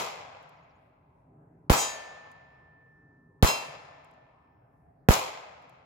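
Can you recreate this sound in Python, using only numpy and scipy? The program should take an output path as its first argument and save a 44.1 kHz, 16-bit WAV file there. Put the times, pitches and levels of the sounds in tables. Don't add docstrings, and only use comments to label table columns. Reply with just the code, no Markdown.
import sys
import numpy as np
from scipy import signal
from scipy.fft import rfft, irfft, next_fast_len
from scipy.io import wavfile
from scipy.ndimage import uniform_filter1d

SR = 44100
rng = np.random.default_rng(int(sys.argv[2]) if len(sys.argv) > 2 else 0)


def generate_wav(signal):
    frames = np.transpose(np.atleast_2d(signal))
    scaled = np.clip(frames, -1, 1) * 32767
    pcm = np.round(scaled).astype(np.int16)
    wavfile.write(sys.argv[1], SR, pcm)


N = 257984
T = np.arange(N) / SR

# start_s, level_db, muzzle_pulse_db, boom_db, boom_left_minus_right_db, boom_left_hz, boom_right_hz
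SHOT_LIST = [(-.115, 0.5, 0, -7, 1, 52.3, 66.5), (1.6976, 0.5, -7, -4, -5.5, 44.75, 55),
             (3.4255, -1, -2.5, 1.5, -3, 41.86, 76.7), (5.0869, -0.5, 3.5, 1.5, -3, 42, 68)]
# delay_s, left_ear_lag_s, pulse_height (gain), rise_s, pulse_length_s, crack_db, crack_decay_s
BLAST_PATHS = [(.0008, 0.000042, 1, 0.00039, 0.002, -7.5, 0.00072),
               (.0040, 0.00021, -1.39, 0.00018, 0.0014, -19.5, .001),
               (.0211, .00028, -1.2, .00022, 0.00051, -9.5, .0007)]
# band_hz, early_db, early_t60_s, late_db, late_t60_s
WOOD_ECHO = [(50, -51, .2, -74, 1.0), (110, -45.5, 0.48, -69, 1.2), (170, -36.5, 0.3, -67, 1.5),
             (330, -40, 0.46, -64.5, 1.7), (500, -32.5, 0.65, -45, 1.76), (726, -27, 0.56, -41.5, 1.995),
             (1023, -24, 0.63, -43, 2.04), (1750, -29, 0.24, -48, 1.71), (2230, -30.5, 0.75, -46.5, 1.985),
             (3015, -32.5, 0.58, -47.5, 1.42), (5200, -32, 0.55, -47, 1.1), (7300, -31, 0.48, -52, 0.98),
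             (8800, -29.5, 0.4, -45, .7), (11700, -19.5, 0.38, -52, 0.85), (16030, -24, .27, -55, .5)]
# frequency_hz, gain_db
ECHO_TONE = [(6500, 0.5), (7300, 5.5), (7800, -2), (8400, -8.5), (16000, -9)]
# start_s, level_db, decay_s
BULLET_HITS = [(1.7480, -28.5, 0.0087), (3.4730, -24, 0.0067), (5.1371, -19, 0.0036)]
# clang_db, clang_swell_s, hum_db, hum_t60_s,
# first_facing_s (after the hit), facing_interval_s, edge_on_drop_db
PLATE_RINGS = [(6, 0.059, -46, 4.08, .25, 1, 5.5), (-0.5, 0.0083, -54.5, 2.7, .48, .28, 9)]
PLATE_PITCHES = [2699, 3154, 3801, 4080, 4798, 5125, 5290, 5728, 6150, 6506, 6907, 7687, 7864, 8283, 8638,
                 9372, 10420, 10590, 12270, 12650, 13330, 14130, 14900, 15240]
# t60_s, first_hit_db, second_hit_db
PLATE_MODES = [(0.5, -44, -29), (0.38, -33, -36.5), (0.47, -40, -52), (0.37, -38.5, -32),
               (0.56, -41.5, -41), (0.34, -34, -30), (1.3, -70.5, -63), (0.28, -29, -58),
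               (0.34, -29, -47.5), (0.37, -30.5, -36), (0.37, -26.5, -40), (0.2, -23.5, -53),
               (0.26, -28, -37), (0.18, -39.5, -46), (0.24, -31.5, -52.5), (.5, -51.5, -49.5),
               (0.17, -33.5, -55), (0.26, -37.5, -49), (.22, -33, -45), (.2, -38, -42), (.2, -37.5, -42),
               (.2, -43, -46), (.18, -34, -53.5), (0.15, -35.5, -52)]
# start_s, level_db
GUN_CLICKS = [(0.4274, -67), (0.4923, -63), (2.3154, -60.5), (4.046, -64.5), (4.1115, -71), (4.1375, -76.5),
              (5.623, -72), (5.6945, -63.5)]
# frequency_hz, gain_db
CLICK_TONE = [(1500, -16), (4500, -7), (7300, 8), (8800, -2), (10500, 3), (13000, 1), (16000, -8)]
# start_s, level_db
CALLS = [(.567, -78), (.694, -80)]
# delay_s, length_s, start_hz, middle_hz, end_hz, level_db
CALL_NOTES = [(0, 0.034, 6240, 4980, 4260, 0), (.055, .025, 6150, 6850, 6980, -6)]
# band_hz, level_db (per third of an octave)
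BREEZE_BANDS = [(25, -102), (45, -85.5), (70, -76.5), (140, -70.5), (250, -84), (450, -79.5), (800, -71.5),
                (1250, -81), (1800, -89.5), (3000, -106), (6000, -107), (16000, -104)]
# centre_hz, width_hz, level_db
DRONE_RESONANCES = [(146, 70, -1), (273, 89, -6.5), (407, 90, -12)]
# start_s, hold_s, level_db
DRONE_SWELLS = [(1.223, .34, -57.5), (2.9, 0.67, -63)]


def undb(db):
    return 10 ** (np.asarray(db) / 20)


def fade(t, t60):
    return np.exp(-np.log(1000) * t / t60)


def pan(db):
    return undb(np.array([[db], [-db]]) / 2)


def unit(x):
    return x / np.sqrt(np.mean(x ** 2))


def add(out, s, sound):
    i = int(round(s * SR))
    sound = sound[..., max(-i, 0):N - i]
    first = max(i, 0)
    out[:, first:first + sound.shape[-1]] += sound


def at(hz, table):
    f, *columns = np.transpose(table)
    return [np.interp(np.log(hz + 1e-9), np.log(f), c) for c in columns]


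def shape(x, table):
    n = x.shape[-1]
    hz = np.arange(n // 2 + 1) * SR / n
    return irfft(rfft(x) * undb(at(hz, table)[0]), n)


def colour(x, table):
    return unit(shape(x, table))


def bands(x, alike_hz, count=29):
    n = x.shape[-1]
    spectrum = rfft(x)
    octave = np.log2(np.arange(n // 2 + 1) * SR / n + 1e-9)
    for hz in 22.5 * 2 ** (np.arange(count + 1) / 3):
        thirds_away = np.clip(3 * (octave - np.log2(hz)), -1, 1)
        mid, side = irfft(spectrum * np.cos(np.pi / 2 * thirds_away), n)
        stereo = mid + np.outer([1, -1], side) * min(hz / alike_hz, 1)
        yield hz, unit(stereo) * np.sqrt(1 / 2)


def tick(db, decay_s, spectrum):
    t = np.arange(SR // 10) / SR
    noise = rng.standard_normal((2, len(t)))
    return undb(db) * colour(noise, spectrum) * np.exp(-t / decay_s)


def boom(t, level_db, pan_db, pitch_hz, delay_s=.0058, length_s=0.016, height=0.37, sag_s=0.066):
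    age = np.maximum(t - delay_s, 0)
    cycles = np.outer(pitch_hz, sag_s * np.log1p(age / sag_s))
    swing = np.sin(2 * np.pi * cycles) * np.exp(-(age / length_s) ** 2)
    return height * undb(level_db) * pan(pan_db) * swing


def blast(muzzle_db, boom_db, boom_pan_db, boom_hz, front_s=.0006):
    t = np.arange(SR // 4) / SR
    out = np.zeros((2, len(t)))
    crack_tone = [(200, -8.5), (900, 8.5), (3500, -3.5), (7000, -15.0), (9000, -16.0), (16000, -10)]
    for k, (delay, lag, height, rise_s, length, crack_db, crack_s) in enumerate(BLAST_PATHS):
        direct = k == 0
        since = t - delay - np.array([[lag], [0]])
        age = np.maximum(since, 0)
        rise = 1 - np.exp(-(age / rise_s) ** 2)
        pulse = rise * (1 - age / length) * np.exp(-age / length)
        out += height * pulse * undb(muzzle_db * direct)
        front = since + front_s * direct
        crack = colour(rng.standard_normal(out.shape), crack_tone)
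        crack_envelope = (front > 0) * np.exp(-abs(front) / crack_s)
        out += undb(crack_db + muzzle_db / 2 * direct) * crack * crack_envelope
    return out + boom(t, boom_db, boom_pan_db, boom_hz)


def wood(grain_db=1.5, build_s=0.0015, late_build_s=0.03, flutter_db=0.44, trunks_s=0.028, litter_db=-5.0):
    t = np.arange(2 * SR) / SR
    grains = np.minimum(rng.exponential(size=len(t) // 30), 4)
    echoes = rng.standard_normal((2, len(t))) * undb(grain_db * np.repeat(grains, 30))
    wobble = uniform_filter1d(rng.standard_normal(len(t)), SR // 120)
    flutter = undb(flutter_db * unit(wobble))
    near = (1 - np.exp(-t / build_s)) * undb(litter_db * (t < trunks_s))
    far = 1 - np.exp(-t / late_build_s)
    out = 0
    for hz, band in bands(echoes, alike_hz=650):
        early_db, early_t60, late_db, late_t60 = at(hz, WOOD_ECHO)
        early = undb(early_db) * near * fade(t, early_t60)
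        late = undb(late_db) * far * fade(t, late_t60)
        out = out + band * np.hypot(early, late)
    return shape(out * flutter, ECHO_TONE)[:, :-SR // 10] * pan(1.4)


def bullet_smack(db, decay_s):
    return tick(db, decay_s, [(300, -5.5), (1500, -6.5), (4000, 3.5), (7200, 8.0), (9000, -13.5), (16000, -16.5)])


def plate(hit, swell_s, waver_db=-0.5, waver_hz=8, twin_db=-21, twin_split_hz=7, twin_t60_ratio=2.12):
    t = np.arange(3 * SR // 2) / SR
    out = 0
    for hz, (t60, *db) in zip(PLATE_PITCHES, PLATE_MODES):
        phase = rng.uniform(0, 2 * np.pi, 4)
        waver = undb(waver_db * np.sin(2 * np.pi * waver_hz * t + phase[2]))
        ears = phase[0] + np.array([[0], [1.4]]) * np.cos(phase[1])
        mode = np.sin(2 * np.pi * hz * t + ears) * fade(t, t60)
        twin_hz = hz + twin_split_hz * np.cos(phase[3])
        twin = np.sin(2 * np.pi * twin_hz * t - ears) * fade(t, t60 * twin_t60_ratio)
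        out = out + np.sqrt(2) * undb(db[hit]) * (mode + undb(twin_db) * twin) * waver
    return out * (1 - np.exp(-(t / swell_s) ** 2)) * pan(1.9)


def hum(s, db, t60, facing_s, facing_interval_s, edge_on_db, pitch_hz=1773.5, build_s=0.073):
    t = np.maximum(T - s, 0)
    angle = np.pi * (t - facing_s) / facing_interval_s
    facing = np.hypot(np.cos(angle), undb(-edge_on_db) * np.sin(angle))
    envelope = undb(db) * facing * fade(t, t60) * (1 - np.exp(-(t / build_s) ** 2))
    tone = np.sin(2 * np.pi * pitch_hz * T + np.array([[0], [.8]]))
    return np.sqrt(2) * envelope * tone * pan(-1.5)


def gun_click(db):
    return tick(db, 0.0034, CLICK_TONE)


def chirp(length, start_hz, middle_hz, end_hz, db):
    u = np.linspace(0, 1, int(length * SR))
    hz = np.polyval(np.polyfit([0, .5, 1], [start_hz, middle_hz, end_hz], 2), u)
    whistle = np.sin(2 * np.pi * np.cumsum(hz) / SR)
    return undb(db) * whistle * np.sqrt(abs(np.sin(np.pi * u)))


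def breeze(flicker_db=4.5, count=50):
    out = 0
    for hz, band in bands(rng.standard_normal((2, next_fast_len(N))), alike_hz=620):
        flicker = np.interp(T, np.linspace(0, T[-1], count), rng.standard_normal(count))
        out = out + band[:, :N] * undb(at(hz, BREEZE_BANDS)[0] + flicker_db * flicker)
    return out


def drone(rest_db=-68.5, attack_s=.1, release_s=.16):
    f = np.arange(N // 2 + 1) * SR / N
    gain = sum(undb(db) / (1 + (2 * (f - hz) / width) ** 4) for hz, width, db in DRONE_RESONANCES)
    level = undb(rest_db)
    for s, hold_s, db in DRONE_SWELLS:
        attack = np.clip((T - s) / attack_s, 0, 1)
        release = np.exp(-np.maximum(T - s - attack_s - hold_s, 0) / release_s)
        level = np.hypot(level, undb(db) * attack * release)
    rumble = irfft(rfft(rng.standard_normal(N)) * gain, N)
    return unit(rumble) * level


def scene():
    out = breeze() + drone()
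    for s, db, muzzle_db, boom_db, boom_pan_db, *boom_hz in SHOT_LIST:
        add(out, s, undb(db) * blast(muzzle_db, boom_db, boom_pan_db, boom_hz))
        add(out, s, undb(db) * wood())
    for k, (db, swell_s, *swing) in enumerate(PLATE_RINGS):
        s, next_s = BULLET_HITS[k][0], BULLET_HITS[k + 1][0]
        add(out, s, undb(db) * plate(k, swell_s))
        out += hum(s, *swing) * (T < next_s)
    for s, db, decay_s in BULLET_HITS:
        add(out, s, bullet_smack(db, decay_s))
    for s, db in GUN_CLICKS:
        add(out, s, gun_click(db))
    for s, db in CALLS:
        for delay, *note in CALL_NOTES:
            add(out, s + delay, undb(db) * chirp(*note))
    return out


def record(dry, low_cut_hz=18, top_hz=16100):
    low_cut = signal.butter(1, low_cut_hz, "high", fs=SR, output="sos")
    top_cut = signal.ellip(8, .2, 70, top_hz, fs=SR, output="sos")
    overloaded = np.clip(signal.sosfilt(low_cut, dry), -1, 1)
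    return signal.sosfilt(top_cut, overloaded)


dry = scene()
out = record(dry)
generate_wav(out)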